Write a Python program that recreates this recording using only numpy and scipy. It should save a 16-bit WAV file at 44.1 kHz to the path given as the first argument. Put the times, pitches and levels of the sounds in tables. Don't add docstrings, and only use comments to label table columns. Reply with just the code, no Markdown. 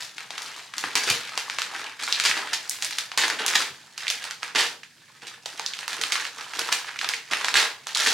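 import sys
import numpy as np
from scipy import signal
from scipy.fft import rfft, irfft, next_fast_len
from scipy.io import wavfile
from scipy.ndimage import map_coordinates

SR = 44100
rng = np.random.default_rng(int(sys.argv[2]) if len(sys.argv) > 2 else 0)


def unload_wav(signal):
    wavfile.write(
        sys.argv[1],
        SR,
        np.round(np.clip(np.atleast_2d(signal).T, -1, 1) * 32767).astype(np.int16),
    )


N = 358753

# start_s, level_db (over 3 ms), pitch_hz (of the flipping facet),
# brightness (dB per octave above 2 kHz)
CREASE_SNAPS = [(0.181, -29.5, 1280, -1), (0.305, -29, 825, 1.5), (0.379, -26.5, 1270, 1),
                (0.419, -30.5, 920, 7.5), (0.737, -29, 1330, -1), (0.781, -23, 1310, 8),
                (0.839, -22.5, 1060, -15), (0.954, -14, 1280, 8.5), (1.101, -16.5, 1180, 9),
                (1.376, -18.5, 953, 4.5), (1.498, -23, 1510, -2), (1.585, -20, 1135, 0.5),
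                (1.618, -20, 1310, 2.5), (1.841, -31, 1290, 1), (2.034, -29, 1260, 5),
                (2.077, -25, 1350, -9), (2.125, -13, 4100, -3), (2.199, -16.5, 1670, 3),
                (2.312, -17.5, 1540, -3), (2.532, -22.5, 1240, 5), (2.695, -19, 6350, 14.5),
                (2.823, -21, 1840, 5.5), (2.846, -22.5, 1810, 11), (2.908, -27.5, 1480, 4.5),
                (2.925, -31, 1730, 1), (2.984, -18.5, 1330, 5.5), (3.116, -28, 940, -1.5),
                (3.175, -16, 870, 7.5), (3.28, -23, 890, 5), (3.3, -19.5, 1360, -3.5),
                (3.463, -17.5, 990, 10), (3.48, -19, 1400, 7), (3.977, -27.5, 1460, 5.5),
                (4.068, -24, 2110, -5), (4.08, -19, 3830, -4), (4.101, -17.5, 2350, 6.5),
                (4.24, -28, 1690, 4), (4.309, -27.5, 1460, 1.5), (4.43, -24, 1160, -2),
                (4.832, -35.5, 1700, -1), (5.219, -40, 1650, 3.5), (5.458, -26.5, 725, 4.5),
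                (5.595, -24.5, 880, 1), (5.662, -20.5, 4700, 1), (5.735, -26.5, 2970, 0),
                (5.789, -28.5, 1280, 4.5), (5.879, -23.5, 1180, 5), (5.93, -26, 1260, 4),
                (6.013, -22, 1960, 7), (6.036, -19, 1360, 2), (6.121, -17.5, 1530, 5),
                (6.155, -20, 1420, -4), (6.251, -25.5, 1450, 0), (6.385, -33, 1070, -18),
                (6.409, -32, 940, 1), (6.535, -28, 1410, -3), (6.592, -19.5, 1330, 7),
                (6.688, -25, 1050, -5), (6.726, -17.5, 1030, 9), (6.89, -31.5, 1000, -8),
                (6.959, -31.5, 1460, -11), (6.989, -24, 2110, 2), (7.012, -22.5, 1390, -1),
                (7.044, -21.5, 1130, -0.5), (7.089, -19.5, 1940, 6.5), (7.136, -20.5, 2010, -3),
                (7.334, -16, 1290, -3.5), (7.411, -27, 1230, -1), (7.445, -18.5, 1020, 3),
                (7.483, -17.5, 1230, -2), (7.541, -16, 1270, 1.5), (7.555, -11.5, 1450, -3.5),
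                (7.869, -26.5, 890, 3.5), (7.948, -18.5, 4370, 0), (8.062, -18, 1500, -13)]
# start_s, level_db (whole buckle), hollow_db (thump within it), duration_s
SHEET_BUCKLES = [(0.835, -9, -22, 0.01), (0.951, -5, -26, 0.031), (1.071, -8, -26, 0.038),
                 (1.095, -1.5, -32.5, 0.016), (2.236, -4, -39.5, 0.06), (2.367, -10, -25.5, 0.025),
                 (2.53, -8.5, -46, 0.022), (3.172, -7.5, -34, 0.073), (3.234, -8.5, -26, 0.026),
                 (3.3, -16, -23.5, 0.061), (3.4, -13.5, -19, 0.015), (3.552, 2, -30, 0.0084),
                 (4.548, -8, -27.5, 0.061), (4.581, -5.5, -35.5, 0.046), (5.222, -32.5, -13.5, 0.018),
                 (5.267, -22, -41, 0.028), (5.988, -20, -16.5, 0.0091), (6.119, -12, -37, 0.024),
                 (6.586, -13.5, -19.5, 0.0087), (6.719, -7, -37, 0.018), (7.31, -9, -27, 0.025),
                 (7.559, -4.5, -36, 0.062), (8.062, -1.5, -35, 0.025)]
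# start_s, length_s, rubbing_db, crinkling_db
HAND_STROKES = [(-0.05, 4.6, -61, -56), (5.42, 2.75, -61, -57), (-0.05, 0.05, -43, -33),
                (0.16, 0.05, -48, -48), (0.3, 0.3, -48, -47), (0.75, 0.17, -45, -45),
                (0.97, 0.18, -40, -35), (1.17, 0.5, -46, -48), (1.7, 0.17, -41, -47),
                (1.99, 0.32, -42, -37), (2.31, 0.26, -40, -48), (2.62, 0.4, -50, -46),
                (3.385, 0.1, -36, -50), (3.48, 0.14, -35, -33), (3.98, 0.3, -47, -44),
                (4.42, 0.06, -45, -55), (4.56, 0.11, -39, -37), (4.9, 0.3, -62, -65),
                (5.22, 0.14, -54, -56), (5.47, 0.38, -52, -49), (5.89, 0.35, -43, -41),
                (6.33, 0.22, -48, -48), (6.55, 0.22, -41, -40), (6.8, 0.17, -49, -52),
                (6.99, 0.16, -41, -45), (7.27, 0.04, -50, -52), (7.31, 0.22, -42, -43),
                (7.53, 0.11, -34, -34), (7.86, 0.08, -47, -43), (7.95, 0.18, -36, -29)]
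# start_s, level_db
SOFT_THUMPS = [(0.837, -53), (1.1, -38), (2.28, -52), (3.175, -46), (3.7, -55.5), (4.552, -51), (7.56, -52)]
# time_s, left_minus_right_db
HAND_PLACE = [(0, 1.5), (2.6, -1), (3.6, -1), (3.9, -3), (5.5, -3.5), (8.1, -2.5)]

# frequency_hz, level_db
SNAP_COLOUR = [(300, 6.5), (1000, 3.5), (2500, 7.5), (4000, 6.5), (6000, 1.5), (8000, -6), (11000, -15),
               (15000, -33.5)]
# frequency_hz, level_db (per Hz)
BUCKLE_COLOUR = [(100, -34.5), (400, -12.5), (700, -6.5), (1100, -0.5), (1800, 4.5), (3000, 1.5),
                 (4500, 0.5), (7000, -6.5), (10000, -15.5), (15000, -32)]
# frequency_hz, level_db (per Hz)
FIBRE_COLOUR = [(100, -98), (600, -12.5), (1500, -5), (3000, -0.5), (4500, 1.5), (7000, -3), (10000, -11),
                (15000, -27)]
# frequency_hz, level_db (per Hz)
SLIDE_COLOUR = [(100, -65.5), (500, -9.5), (1000, -11.5), (1700, 5.5), (2400, -1.5), (3500, -2),
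                (6000, -15.5), (10000, -20), (16000, -45)]
# frequency_hz, level_db (per Hz)
FLEX_COLOUR = [(25, -38), (70, -33), (120, -7.5), (190, 0), (280, 9), (450, 4), (700, 1.5), (1200, -19.5),
               (3000, -41)]
# frequency_hz, level_db (per Hz)
THUMP_COLOUR = [(25, -18), (60, -18), (120, -5), (170, -2), (300, -19), (1000, -48), (4000, -80)]
# frequency_hz, level_db (per Hz)
AIR_COLOUR = [(25, -0.5), (58, -10), (80, -23), (100, 2), (150, 5), (220, 4.5), (600, -9), (1500, -28),
              (4500, 0), (9000, -7.5), (15000, -20)]

# centre_hz, width_hz, gain_db
ENVELOPE_MODES = [(281, 10, 3), (323.5, 30, 4), (398, 22, 6.5), (466, 29, 7.5), (860, 220, 3),
                  (1000, 32, 0.5), (1644, 32, 2), (2385, 23, 1.5)]
# centre_hz, width_hz, gain_db
FAR_END_MODES = [(366, 67, 0), (463, 35, 3)]
# centre_hz, width_hz, gain_db
ROOM_MODES = [(107, 14, 4), (135, 20, 7)]
# frequency_hz, t60_s
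ROOM_DECAY = [(150, 0.31), (600, 0.44), (1500, 0.3), (4000, 0.33), (9000, 0.29), (15000, 0.44)]
# frequency_hz, likeness (0 to 1)
MIC_LIKENESS = [(100, 1), (700, 0.76), (1800, 0.82), (4000, 0.61), (8000, 0.3), (15000, 0.6)]
# delay_s (after the direct sound), level_db
REFLECTIONS = [(.0082, -29), (0.012, -18.5), (0.0204, -36), (0.022, -15.5)]

SMEAR_S, SMEAR_PER_DB = 0.001099, 0.05
STROKE_ATTACK_S, STROKE_RELEASE_S = 0.0047, 0.039
WAKE_DB, WAKE_S, WAKE_PER_BRIGHTNESS_DB = -14.5, 0.02, 0.4
SWAY_DB, SWAY_S = -21, 0.08
SMALL_CREASES_PER_S, SMALL_CREASE_HZ = 22, 1410
REGRIP_S = 3.9
TOP_HZ = 16000


def snap(pitch_hz, brightness, smear, size=2048):
    hz = np.fft.rfftfreq(size, 1 / SR)
    u = hz / pitch_hz
    facet = u ** 2 / (1 - u ** 2 + 1j * u / 2.2)
    octaves_up = np.log2(np.maximum(hz / 2000, 1))
    gain = amp(along(SNAP_COLOUR, hz) + brightness * octaves_up)
    delay = smear * np.abs(map_coordinates(rng.standard_normal(80), [hz / 300]))
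    phase = 2 * np.pi * np.cumsum(delay) * SR / size
    click = irfft(facet * gain * np.exp(-1j * phase))
    return np.roll(click, 16)[:size // 2]


def sized(click, db):
    return amp(db) * click / np.sqrt(np.sum(click ** 2) / (.003 * SR))


def creases(direct_db=.5, outward_db=-.5):
    direct, outward = np.zeros((2, N)), np.zeros(N)
    knots = np.geomspace(700, 14000, 14)
    for s, db, pitch_hz, brightness in CREASE_SNAPS:
        smear = SMEAR_S * np.exp(.2 * rng.standard_normal() - SMEAR_PER_DB * (db + 20))
        click = snap(pitch_hz, brightness, smear)
        add(outward, s, sized(click, db + outward_db))
        facet = 2.5 * rng.standard_normal(len(knots))
        for channel in direct:
            beam = facet + 3 * np.sqrt(knots / 6000) * rng.standard_normal(len(knots))
            points = np.transpose([knots, beam])
            tinted = coloured(click, lambda hz: along(points, hz), size=512)
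            add(channel, s, sized(tinted, db + direct_db))
    return direct, outward


def buckles(crunch_db=-15, thump_db=-9, attack=0.0012, tightness=0.7):
    track, t = np.zeros(N), np.arange(SR // 4) / SR
    for s, db, hollow_db, duration in SHEET_BUCKLES:
        cascade = (1 - np.exp(-t / attack)) * np.exp(-(t / max(duration, .004)) ** 2)
        grains = crackle(len(t), rate=1100, scatter_db=3.5, life=.0008)
        tilt = [(1500, 0), (4000, -tightness * (hollow_db + 29.5))]
        slips = coloured(grains, lambda hz: along(BUCKLE_COLOUR, hz) + along(tilt, hz))
        push = coloured(rng.standard_normal(len(t)), lambda hz: along(FLEX_COLOUR, hz))
        crunch = amp(crunch_db) * unit(slips)
        thump = amp(hollow_db + thump_db) * unit(push)
        add(track, s, amp(db) * cascade * (crunch + thump))
    return track


def handling(rub_db=1, pop_db=-1, crinkle_db=0.5, flex_db=-21, small_db=-3, uneven_db=5.0):
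    rubbing, bending = effort()
    wake = fading([(s, db + WAKE_DB + WAKE_PER_BRIGHTNESS_DB * bright)
                   for s, db, _, bright in CREASE_SNAPS], WAKE_S)
    sway = fading([(s, db + hollow_db + SWAY_DB) for s, db, hollow_db, _ in SHEET_BUCKLES], SWAY_S)

    grit = crackle(N, rate=900, scatter_db=4.5, life=.001)
    slide = unit(coloured(grit, lambda hz: along(SLIDE_COLOUR, hz)))
    sticking = unit(amp(uneven_db * wobble(45)))
    dimples = pops(rate=95, pitch_hz=1750, life=.001, scatter_db=3)
    dimples = unit(coloured(dimples, lambda hz: along([(30, -50), (900, 0)], hz)))
    contact = amp(rub_db) * sticking * slide + amp(pop_db) * dimples
    rub = rubbing * (contact + amp(small_db) * small_creases())

    ticks = crackle(N, rate=420, scatter_db=5, life=0.00095)
    crinkle = unit(coloured(ticks, lambda hz: along(FIBRE_COLOUR, hz)))
    crinkling = amp(crinkle_db) * np.sqrt(bending ** 2 + wake)

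    tugs = crackle(N, rate=390, scatter_db=6.5, life=0.0017)
    flex = unit(coloured(tugs, lambda hz: along(FLEX_COLOUR, hz)))
    flexing = np.sqrt((amp(flex_db) * rubbing) ** 2 + sway)
    return rub + crinkling * crinkle + flexing * flex


def effort():
    power = np.zeros((2, N))
    for s, length, *levels in HAND_STROKES:
        t = np.arange(int((length + .5) * SR)) / SR
        release = np.exp(-np.maximum(t - length, 0) / STROKE_RELEASE_S)
        shape = (1 - np.exp(-t / STROKE_ATTACK_S)) * release
        already_past = max(round(-s * SR), 0)
        for track, db in zip(power, levels):
            add(track, s, (amp(db) * shape[already_past:]) ** 2)
    return np.sqrt(power)


def fading(hits, life):
    s, db = np.transpose(hits)
    places = np.clip(np.round(s * SR).astype(int), 0, N - 1)
    jumps = np.bincount(places, amp(db) ** 2, N)
    return np.abs(signal.lfilter([1], [1, -np.exp(-2 / (life * SR))], jumps))


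def crackle(count, rate, scatter_db, life):
    sizes = amp(scatter_db * np.minimum(rng.standard_normal(count), 2))
    slips = sizes * (rng.random(count) < rate / SR)
    power = signal.lfilter([1], [1, -np.exp(-2 / (life * SR))], slips ** 2)
    return unit(np.sqrt(np.abs(power)) * rng.standard_normal(count))


def pops(rate, pitch_hz, life, scatter_db=5):
    rows = rng.standard_normal((int(rate * N / SR), 3))
    t = np.arange(512) / SR
    hz = np.clip(pitch_hz * np.exp(.4 * rows[:, :1]), 600, 8000)
    sizes = amp(scatter_db * np.minimum(rows[:, 1:2], 2))
    direction = np.sign(rows[:, 2:])
    rings = direction * sizes * np.sin(2 * np.pi * hz * t) * np.exp(-t / life)
    starts = rng.integers(0, N, (len(rows), 1))
    places = starts + np.arange(len(t))
    return unit(np.bincount(places.ravel(), rings.ravel(), N)[:N])


def small_creases(scatter_db=2, brightness=-1):
    track = np.zeros(N)
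    rows = rng.random((int(SMALL_CREASES_PER_S * N / SR), 4))
    for when, *chance in rows:
        pitch, size, tilt = 2 * np.array(chance) - 1
        click = snap(SMALL_CREASE_HZ * 1.5 ** pitch, brightness + 4 * tilt, smear=2 * SMEAR_S)
        add(track, when * N / SR, amp(scatter_db * size) * unit(click))
    return unit(track)


def soft_thumps(attack=0.0022, life=0.016):
    track, t = np.zeros(N), np.arange(SR // 4) / SR
    for s, db in SOFT_THUMPS:
        noise = coloured(rng.standard_normal(len(t)), lambda hz: along(THUMP_COLOUR, hz))
        push = noise * (1 - np.exp(-t / attack)) * np.exp(-t / life)
        add(track, s, amp(db) * unit(push) * np.sqrt(life / 2 / t[-1]))
    return track


def ring(x):
    near = coloured(x, lambda hz: bumps(ENVELOPE_MODES, hz) + bumps(ROOM_MODES, hz) / 2)
    moved = np.clip((np.arange(N) / SR - REGRIP_S) * 10, 0, 1)
    far = coloured(near * moved, lambda hz: bumps(FAR_END_MODES, hz))
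    return near * (1 - moved) + far


def room(x, tail_db=-0.5, count=8):
    shares = np.sinh(2 * np.array([wobble(45) for spot in range(count)]))
    shares /= np.sqrt(np.sum(shares ** 2, axis=0))
    out = np.zeros((2, N))
    for share in shares:
        answer = amp(tail_db) * room_tail()
        for delay, db in REFLECTIONS:
            answer[:, round(delay * SR * rng.uniform(.9, 1.1))] += amp(db)
        out += signal.fftconvolve((share * x)[None], answer, axes=1)[:, :N]
    return out


def room_tail(onset=0.001):
    hz, t, z = signal.stft(rng.standard_normal((2, SR // 2)), SR, nperseg=256)
    decay = amp(-60 * t / along(ROOM_DECAY, hz)[:, None])
    tail = signal.istft(z * decay, SR, nperseg=256)[1]
    tail = spread(*tail)
    tail = tail * (1 - np.exp(-(np.arange(tail.shape[1]) / SR / onset) ** 2))
    return tail / np.sqrt(np.sum(tail ** 2) / 2)


def air(level_db=-59):
    shape = lambda hz: along(AIR_COLOUR, hz) + bumps(ROOM_MODES, hz)
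    noises = [coloured(rng.standard_normal(N), shape) for channel in range(2)]
    return amp(level_db) * unit(spread(*noises))


def spread(a, b):
    hz = np.fft.rfftfreq(len(a), 1 / SR)
    turn = np.arccos(np.clip(along(MIC_LIKENESS, hz), 0, 1)) / 2
    mid = irfft(rfft(a) * np.cos(turn), len(a))
    side = irfft(rfft(b) * np.sin(turn), len(a))
    return np.array([mid + side, mid - side])


def bumps(modes, hz):
    return sum(db / (1 + (2 * (hz - centre) / width) ** 2) for centre, width, db in modes)


def coloured(x, shape, size=8192):
    cepstrum = irfft(np.log(amp(shape(np.fft.rfftfreq(size, 1 / SR))) + 1e-6))
    cepstrum[1:size // 2] *= 2
    cepstrum[size // 2 + 1:] = 0
    return signal.fftconvolve(x, irfft(np.exp(rfft(cepstrum))))[:len(x)]


def along(points, hz):
    f, v = np.transpose(points)
    return np.interp(np.log(hz + 1), np.log(f + 1), v)


def wobble(rate):
    knots = rng.standard_normal(int(N * rate / SR) + 4)
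    return map_coordinates(knots, [np.arange(N) * rate / SR])


def amp(db):
    return 10 ** (np.asarray(db) / 20)


def unit(x):
    return x / np.sqrt(np.mean(x ** 2) + 1e-20)


def add(track, s, sound):
    room_left = track[max(round(s * SR), 0):][:len(sound)]
    room_left += sound[:len(room_left)]


def scene():
    snaps, outward = creases()
    rustle = buckles() + handling() + soft_thumps()
    place_s, place_db = np.transpose(HAND_PLACE)
    side_db = np.interp(np.arange(N) / SR, place_s, place_db)
    sides = np.array([side_db, -side_db]) / 2
    direct = np.array([ring(channel + rustle) for channel in snaps])
    answer = room(ring(outward + rustle)) * amp(0.13 * sides)
    return direct * amp(sides) + answer + air()


def record(dry, ceiling=0.52):
    cut = signal.sosfilt(signal.butter(2, 50, "high", fs=SR, output="sos"), dry)
    rounded = cut / (1 + np.abs(cut / ceiling) ** 4) ** (1 / 4)
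    size = next_fast_len(N + SR // 4)
    in_band = np.fft.rfftfreq(size, 1 / SR) < TOP_HZ
    return irfft(rfft(rounded, size) * in_band, size)[:, :N]


dry = scene()
out = record(dry)
unload_wav(out)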